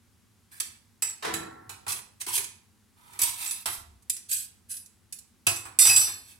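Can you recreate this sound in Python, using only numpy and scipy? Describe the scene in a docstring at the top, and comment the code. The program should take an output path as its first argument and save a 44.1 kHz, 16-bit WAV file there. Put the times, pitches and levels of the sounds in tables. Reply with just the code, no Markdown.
"""A kitchen counter: a steel spoon serves thick pudding between clay bowls. Its taps knock the clay
and ring the steel; dragged, it sticks and slips on the grain. A bumped pot clunks and hums.
At last the spoon is dropped into a bowl, where it bounces and rings freely.
A small hard room answers the contacts over a low steady rumble."""
import sys
import numpy as np
from scipy import signal
from scipy.fft import rfft, irfft, next_fast_len
from scipy.io import wavfile

SR = 44100
rng = np.random.default_rng(int(sys.argv[2]) if len(sys.argv) > 2 else 0)


def store_pcm(level_fs):
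    """Save levels as 16-bit WAV."""
    pcm = np.round(np.clip(level_fs, -1, 1) * 32767).astype(np.int16)
    wavfile.write(sys.argv[1], SR, np.atleast_2d(pcm).T)


N = 281799
T = np.arange(round(0.65 * SR)) / SR  # seconds within one contact

# Spoon meets clay. Each row: start in seconds, level in dB, weight (share of the blow that goes into
# the bowl) in dB, spoon ring in dB, pitch that the point of contact favours in Hz.
CONTACTS = [(0.6, -12, -31.5, -21, 9600), (1.021, -14, -23, -3, 7500), (1.097, -28.5, -26.5, -4.5, 7500),
            (1.338, -17, -18, -14, 7760), (1.693, -28.5, -12.5, -11, 4300), (1.865, -34, 0, -11.5, 3660),
            (1.919, -16.5, -32, -11, 10800), (2.211, -23.5, -26.5, -35, 9300),
            (2.264, -23.5, -17.5, -21, 9800), (2.377, -13.5, -24, -11, 10700),
            (2.441, -21, -33.5, -24, 10200), (3.132, -37.5, -16, -17.5, 7800),
            (3.19, -18, -23.5, -7.5, 10500), (3.216, -12, -45.5, -3, 11700),
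            (3.232, -12.5, -29.5, -7, 8800), (3.463, -20.5, -34, -6, 7940), (3.509, -16.5, -36, -7, 10200),
            (3.657, -16, -14.5, -8, 11100), (3.699, -42, -31.5, 12, 11100), (4.022, -46, -45, -25, 7450),
            (4.097, -8, -50.5, -17, 10000), (4.165, -26, -34.5, -16, 5830), (4.313, -23, -56, 2.5, 7800),
            (4.328, -18.5, -58, -2, 8370), (4.713, -27, -57, -3.5, 10500), (4.767, -28, -56, -6.5, 10500),
            (4.859, -36.5, -54, -19.5, 7800), (5.124, -20.5, -44.5, -16.5, 10600),
            (5.186, -29.5, -59, -24, 8030), (5.467, -8.5, -18, -6.5, 2580),
            (5.486, -17.5, -20.5, -2.5, 2580), (5.56, -33, -13, 5.5, 6800), (5.653, -40, 0, 1, 8800),
            (5.788, -4, -33.5, -8, 9150), (5.814, -13.5, -23.5, -3, 3700), (5.852, -9.5, -20.5, -5.5, 7350),
            (5.868, -11.5, -22.5, -5, 5960), (5.896, -10.5, -22, -6, 2580), (5.962, -8.5, -26.5, -6, 8230),
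            (6.011, -15, -28.5, -7.5, 5650), (6.074, -27.5, -15, -8, 4180)]
# Spectrum of the filled bowl on the counter. Each row: frequency in Hz, level in dB.
BOWL_SPECTRUM = [(35, -31), (60, -9), (110, 0), (170, -16), (250, -16.5), (345, -8.5), (430, -14),
                 (600, -12.5), (760, -4.5), (1000, -1), (1400, -1), (2200, -15), (4000, -44)]
# Spectrum of the clay rim's clack. Each row: frequency in Hz, level in dB.
RIM_SPECTRUM = [(900, -37.5), (1350, -20.5), (1650, -3), (2050, -3), (2580, 2), (2900, -4.5), (3150, -2.5),
                (3350, -3), (3620, -2.5), (4100, -4), (5500, -12)]


def clinks(let_go_s=5.7, choke_t60_s=0.13):
    """Each contact cracks, clacks the rim, knocks the bowl and rings the spoon, damped while held."""
    # Steel striking clay. Each row: frequency in Hz, level in dB.
    crack_spectrum = [(1500, -59), (3000, -19), (4900, -6), (6000, -4), (7800, -1), (8700, -1),
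                      (10300, 0.5), (12300, -10), (13500, -5.5), (15000, -19), (16000, -30)]
    out = np.zeros((2, N))
    next_starts_s = [row[0] for row in CONTACTS[1:]] + [np.inf]
    for (start_s, db, weight_db, ring_db, favoured_hz), next_s in zip(CONTACTS, next_starts_s):
        free = start_s > let_go_s
        crack = amp(-9.5 if free else -5) * coloured(burst(t60_s=0.037, alike=0.34), crack_spectrum)
        clack = amp(-2 + 0.44 * weight_db) * coloured(burst(t60_s=0.052, alike=0.16), RIM_SPECTRUM)
        knock = amp(weight_db) * coloured(burst(t60_s=0.065, alike=0.53), BOWL_SPECTRUM)
        ring = spoon_ring(favoured_hz, favour_db=11.5, t60_at_8khz_s=0.47 if free else 0.23)
        ring *= amp(ring_db + (3 if free else -3))
        since_next_s = np.maximum(start_s + T - next_s, 0)
        ring *= amp(-60 * since_next_s / (choke_t60_s + T))  # the next touch damps the ring
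        wet_db = 2.5 + 0.2 * weight_db + (4 if free else 0)
        clay = in_room(in_bowl(crack + clack) + knock, wet_db)
        add(out, start_s, amp(db) * (clay + in_room(ring, wet_db=-7)))
    return out


def scrapes(slips_per_s=2600, slip_spread_db=3.5, hiss=0.47, edge_s=0.011, swell_db=13.5, ease_db=17.5):
    """The spoon's edge sticks and slips densely on grainy clay; the slips shake bowl and spoon."""
    # Drags of the spoon. Each row: start, pressing time and easing time in seconds, level in dB,
    # weight in dB, the clay's resonance at that spot in Hz, its level in dB.
    strokes = [(0.509, 0.0072, 0.26, -48, -18, 1680, -11), (1.875, 0.0052, 0.093, -24.5, -19.5, 1030, -17),
               (1.955, 0.038, 0.015, -41, -9, 990, -18), (2.196, 0.02, .012, -28.5, -30, 1030, -26.5),
               (2.262, .015, 0.17, -30, -17.5, 980, -13), (2.316, .045, 0.041, -19, -46.5, 960, -37),
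               (2.96, 0.21, 0.083, -54, -2, 900, -19), (3.187, 0.035, 0.15, -25, -17, 883, -20),
               (3.36, 0.055, 0.21, -30, -19.5, 930, -20.5), (3.659, 0.013, 0.054, -35, -3.5, 1800, -5),
               (3.705, 0.023, 0.088, -33, -50, 900, -18), (4.284, 0.039, .13, -24.5, -54, 1550, -29),
               (4.685, 0.026, 0.098, -33, -68, 1610, -22), (6.24, 0.075, 0.057, -47, -20.5, 2600, -25.5)]
    # Steel dragged over clay. Each row: frequency in Hz, level in dB.
    grit_spectrum = [(1500, -40), (3000, -10), (4900, -6.5), (6200, -6), (7700, -3), (9400, 3.5),
                     (10200, 3), (11200, -9), (12500, -8.5), (13700, -12), (15200, -18), (16000, -23)]
    out = np.zeros((2, N))
    for start_s, press_s, ease_s, db, weight_db, spot_hz, spot_db in strokes:
        length_s = press_s + ease_s
        touch = np.clip(T / edge_s, 0, 1) * np.clip((length_s - T) / edge_s + 1, 0, 1)
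        force = touch * amp(db + np.interp(T, [0, press_s, length_s], [-swell_db, 0, -ease_db]))
        slipping = rng.random(len(T)) < slips_per_s / SR
        slips = slipping * amp(slip_spread_db * rng.standard_normal(len(T)))
        grip = signal.lfilter([1], [1, -np.exp(-1 / 10)], slips) + hiss  # 10-sample decay per slip
        rasp, rim, body, spot = [force * unit(grip * pair(len(T), alike=0.45)) for _ in range(4)]
        ring = spoon_ring(favoured_hz=12660, favour_db=14, t60_at_8khz_s=0.055)
        steel = amp(-8.5) * convolved(rasp, ring / np.linalg.norm(ring[0]))
        grit = amp(-5) * coloured(rasp, grit_spectrum)
        clay = amp(-3.5 + 0.26 * weight_db) * coloured(rim, RIM_SPECTRUM)
        clay += amp(weight_db) * coloured(body, BOWL_SPECTRUM)
        clay += amp(spot_db) * coloured(spot, peak_spectrum(spot_hz))
        add(out, start_s, in_room(in_bowl(grit + clay) + steel, wet_db=-8))
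    return out


def spoon_ring(favoured_hz, favour_db, t60_at_8khz_s, width_octaves=0.16):
    """The steel rings most near the pitch that the point of contact favours; high modes die first."""
    # The spoon's modes. Each row: frequency in Hz, level in dB.
    spoon_modes = [(2580, -41), (3635, -45.5), (4302, -42), (4947, -33.5), (5808, -38.5), (5922, -35),
                   (7402, -38), (7724, -27), (7775, -29.5), (8666, -29), (10228, -39), (10392, -28),
                   (10893, -31), (11452, -53.5), (11780, -32.5), (12096, -36), (12225, -40), (12765, -67),
                   (13745, -68), (14420, -46.5), (14950, -49.5)]
    hz, db = np.transpose(spoon_modes)
    db = db + favour_db * np.exp(-(np.log2(hz / favoured_hz) / width_octaves) ** 2)
    db = db - 10 * np.log10(np.sum(amp(db) ** 2))
    return ringing(hz, db, t60_at_8khz_s * (hz / 8000) ** -0.33, split_hz=39, twin_db=-11.5)


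def booms_and_thuds(heavy_blow_db=-26.5):
    """Heavier contacts set off the bowl's resonances; now and then pot or bowl thumps on the counter."""
    # Broad bowl resonances. Each row: frequency in Hz, level under a heavy blow in dB,
    # t60 in seconds, growth in dB per dB of blow.
    resonances = [(348, -50.5, .35, 0.65), (667, -37, 0.29, 5.5), (2530, -22.5, 0.17, 4)]
    # Dull thumps of pot or bowl on the counter. Each row: start in seconds, level in dB, pitch in Hz,
    # t60 in seconds.
    thuds = [(1.3, -51.5, 89.7, 1), (1.66, -49, 95.7, .64), (1.88, -45.5, 92, 0.23), (2.27, -49, 358, 0.27),
             (2.373, -46, 368, 0.26), (3.771, -42.5, 66.5, 0.69), (5.469, -38.5, 101.7, 0.51),
             (5.85, -41, 104, 0.63)]
    blows = [(start_s, db + weight_db - heavy_blow_db) for start_s, db, weight_db, *_ in CONTACTS]
    out = np.zeros((2, N))
    for hz, db, t60_s, growth in resonances:
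        out += boom([(start_s, db + growth * blow_db) for start_s, blow_db in blows], hz, t60_s)
    for start_s, db, hz, t60_s in thuds:
        out += boom([(start_s, db)], hz, t60_s)
    return out


def boom(blows, hz, t60_s, rise_cycles=0.38):
    """One broad resonance as a noise band, set off by (seconds, dB) blows that add in power."""
    power = np.zeros((1, N))
    attack = 1 - np.exp(-T * hz / rise_cycles)
    for start_s, db in blows:
        envelope = attack * amp(db - 60 * T / t60_s)
        add(power, start_s, envelope[None] ** 2)
    return np.sqrt(power) * unit(coloured(pair(N, alike=0.59), peak_spectrum(hz)))


def pot():
    """A pot further off bumps and settles; its hollow note swells and dies slowly."""
    # The pot's bumps. Each row: start in seconds, level in dB.
    bumps = [(1.224, -24), (1.246, -19.5), (1.261, -31.5), (1.282, -29)]
    # The pot's modes. Each row: frequency in Hz, level in dB, t60 in seconds.
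    pot_modes = [(327, 6.5, 0.74), (750, -7.5, 1.8), (1104, -7, 1.1), (1250, -14, 0.51), (1355, -6.5, 1.36),
                 (1572, -16, 1.34), (1730, -1, 0.51)]
    # Its short clunk. Each row: frequency in Hz, level in dB.
    clunk_spectrum = [(88, -36), (150, -38), (286, -17), (448, -2.5), (504, -7), (1060, -2.5), (1190, -7),
                      (1720, -4.5), (1900, -7), (10000, -21), (16000, -33)]
    # Its lingering hollow tail. Each row: frequency in Hz, level in dB.
    hollow_spectrum = [(60, -19), (120, -5), (200, -4.5), (335, -5.5), (480, -9.5), (620, -19.5),
                       (800, -5.5), (1350, -13.5), (1800, -8), (3000, -44)]
    out = np.zeros((2, N))
    hz, mode_db, t60_s = np.transpose(pot_modes)
    for start_s, db in bumps:
        clunk = amp(-6) * coloured(burst(t60_s=0.088, alike=0.63, rise_s=0.0023), clunk_spectrum)
        hollow = amp(-11.5) * coloured(burst(t60_s=0.91, alike=0.55, rise_s=0.15), hollow_spectrum)
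        hum = amp(-17) * ringing(hz, mode_db, t60_s, split_hz=19.2, twin_db=-7.5, rise_s=0.09)
        add(out, start_s, amp(db) * (in_room(clunk, wet_db=3) + hollow + hum))
    return out


def in_bowl(x, echo=0.37, span_s=0.004, count=6):
    """Quick echoes between bowl and counter colour each spot of contact in its own way."""
    taps = np.zeros((2, round(span_s * SR) + 8))
    taps[:, 0] = 1
    delays = 4 + (rng.random(count) * span_s * SR).astype(int)
    taps[:, delays] = echo * (rng.choice([-1, 1], count) + 0.5 * rng.standard_normal((2, count)))
    return convolved(x, taps / np.linalg.norm(taps, axis=1, keepdims=True))


def in_room(x, wet_db, build_s=0.0011):
    """The sound plus the kitchen's reverberation, which varies from spot to spot."""
    # The room's decay. Each row: frequency in Hz, t60 in seconds.
    room_decay = [(100, 1), (500, 0.62), (1400, 0.45), (4000, 0.42), (9000, 0.34), (15000, 0.24)]
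    hz, t, bins = signal.stft(pair(SR // 2, alike=0.25), SR, nperseg=256)
    decay = amp(-60 * t / along(room_decay, hz)[:, None])
    _, tail = signal.istft(bins * decay, SR, nperseg=256)
    tail *= 1 - np.exp(-T[:tail.shape[1]] / build_s)
    return x + amp(wet_db) * convolved(x, tail / np.linalg.norm(tail[0]))


def room_rumble(rms_db=-63.5):
    """Low steady rumble and faint hiss."""
    # The room's noise floor. Each row: frequency in Hz, level in dB.
    floor_spectrum = [(15, -43.5), (25, -28.5), (102, -1), (134, -18.5), (170, -12.5), (236, -7.5),
                      (277, -19.5), (344, -19), (659, -31.5), (754, -25.5), (1290, -26.5), (2840, -30),
                      (8140, -31), (11000, -31), (16000, -41)]
    return amp(rms_db) * unit(coloured(pair(N + SR, alike=0.59), floor_spectrum)[:, SR:])


def ringing(hz, db, t60_s, split_hz, twin_db, rise_s=0.00045):
    """Decaying modes, each beating with a twin and reaching each side in its own phase."""
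    hz = np.concatenate([hz, hz + split_hz * rng.standard_normal(len(hz))])
    gains = amp(np.concatenate([db, db + twin_db]) + rng.standard_normal((2, len(hz))))
    phase = rng.uniform(0, 2 * np.pi, len(hz)) + 0.5 * rng.standard_normal((2, len(hz)))
    angle = 2 * np.pi * hz[:, None] * T
    fade = amp(-60 * T / np.tile(t60_s, 2)[:, None])
    ring = (gains * np.cos(phase)) @ (fade * np.sin(angle))
    ring += (gains * np.sin(phase)) @ (fade * np.cos(angle))
    return ring * (1 - np.exp(-(T / rise_s) ** 2))


def burst(t60_s, alike, rise_s=0.0016):
    """A contact's decaying puff of noise."""
    return pair(len(T), alike) * amp(-60 * T / t60_s) * (1 - np.exp(-T / rise_s))


def pair(count, alike):
    """Left and right white noise with correlation `alike`."""
    common = np.sqrt(alike) * rng.standard_normal(count)
    return common + np.sqrt(1 - alike) * rng.standard_normal((2, count))


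def peak_spectrum(hz):
    """(Hz, dB) points of one broad resonance."""
    return [(hz / 1.25, -25), (hz, 0), (hz * 1.14, -7), (hz * 1.54, -25), (hz * 8, -80)]


def coloured(x, spectrum, size=8192):
    """Minimum-phase filter through (Hz, dB) points; keeps the power of white noise."""
    gain = unit(amp(along(spectrum, np.fft.rfftfreq(size, 1 / SR))))
    cepstrum = irfft(np.log(np.maximum(gain, 1e-6)))
    cepstrum[1:size // 2] *= 2
    cepstrum[size // 2 + 1:] = 0
    return convolved(x, irfft(np.exp(rfft(cepstrum)))[None])


def convolved(x, response):
    """x through an impulse response, length kept."""
    return signal.fftconvolve(x, response, axes=1)[:, :x.shape[1]]


def along(points, hz):
    """(Hz, value) points read on a log axis."""
    points_hz, values = np.transpose(points)
    return np.interp(np.log(hz + 1), np.log(points_hz + 1), values)


def add(track, start_s, sound):
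    """Mixes a sound in at a time."""
    part = track[:, round(start_s * SR):][:, :sound.shape[1]]
    part += sound[:, :part.shape[1]]


def amp(db):
    """Decibels to gain."""
    return 10 ** (np.asarray(db) / 20)


def unit(x):
    """Scaled to rms 1."""
    return x / np.sqrt(np.mean(x ** 2) + 1e-20)


def microphones(x, left_lead_s, mono_hz=260):
    """Two spaced ports: long waves reach both alike, mids arrive apart, treble differs in level."""
    size = next_fast_len(N + SR // 2)
    hz = np.fft.rfftfreq(size, 1 / SR)
    lead_cycles = np.clip(hz * left_lead_s, -1, 1)
    left, right = rfft(x, size) * np.exp(1j * np.pi * lead_cycles * np.array([[1], [-1]]))
    mid = (left + right) / 2
    side = (left - right) / 2 * hz ** 2 / np.hypot(hz ** 2, mono_hz ** 2)
    return irfft(np.array([mid + side, mid - side]), size)[:, :N]


def scene():
    """Spoon, bowls and pot a little louder on the right, over the rumble."""
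    serving = (clinks() + scrapes()) * amp([[-2], [2]]) + booms_and_thuds() * amp([[-0.5], [0.5]])
    near = microphones(serving, left_lead_s=0.00027)
    far = microphones(pot() * amp([[-1], [1]]), left_lead_s=-0.00066)
    return near + far + room_rumble()


def record(dry):
    """Brick-wall low-pass."""
    top_hz = 16100
    size = next_fast_len(N + SR // 2)
    passband = np.fft.rfftfreq(size, 1 / SR) < top_hz
    return irfft(rfft(dry, size) * passband, size)[:, :N]


dry = scene()
out = record(dry)
store_pcm(out)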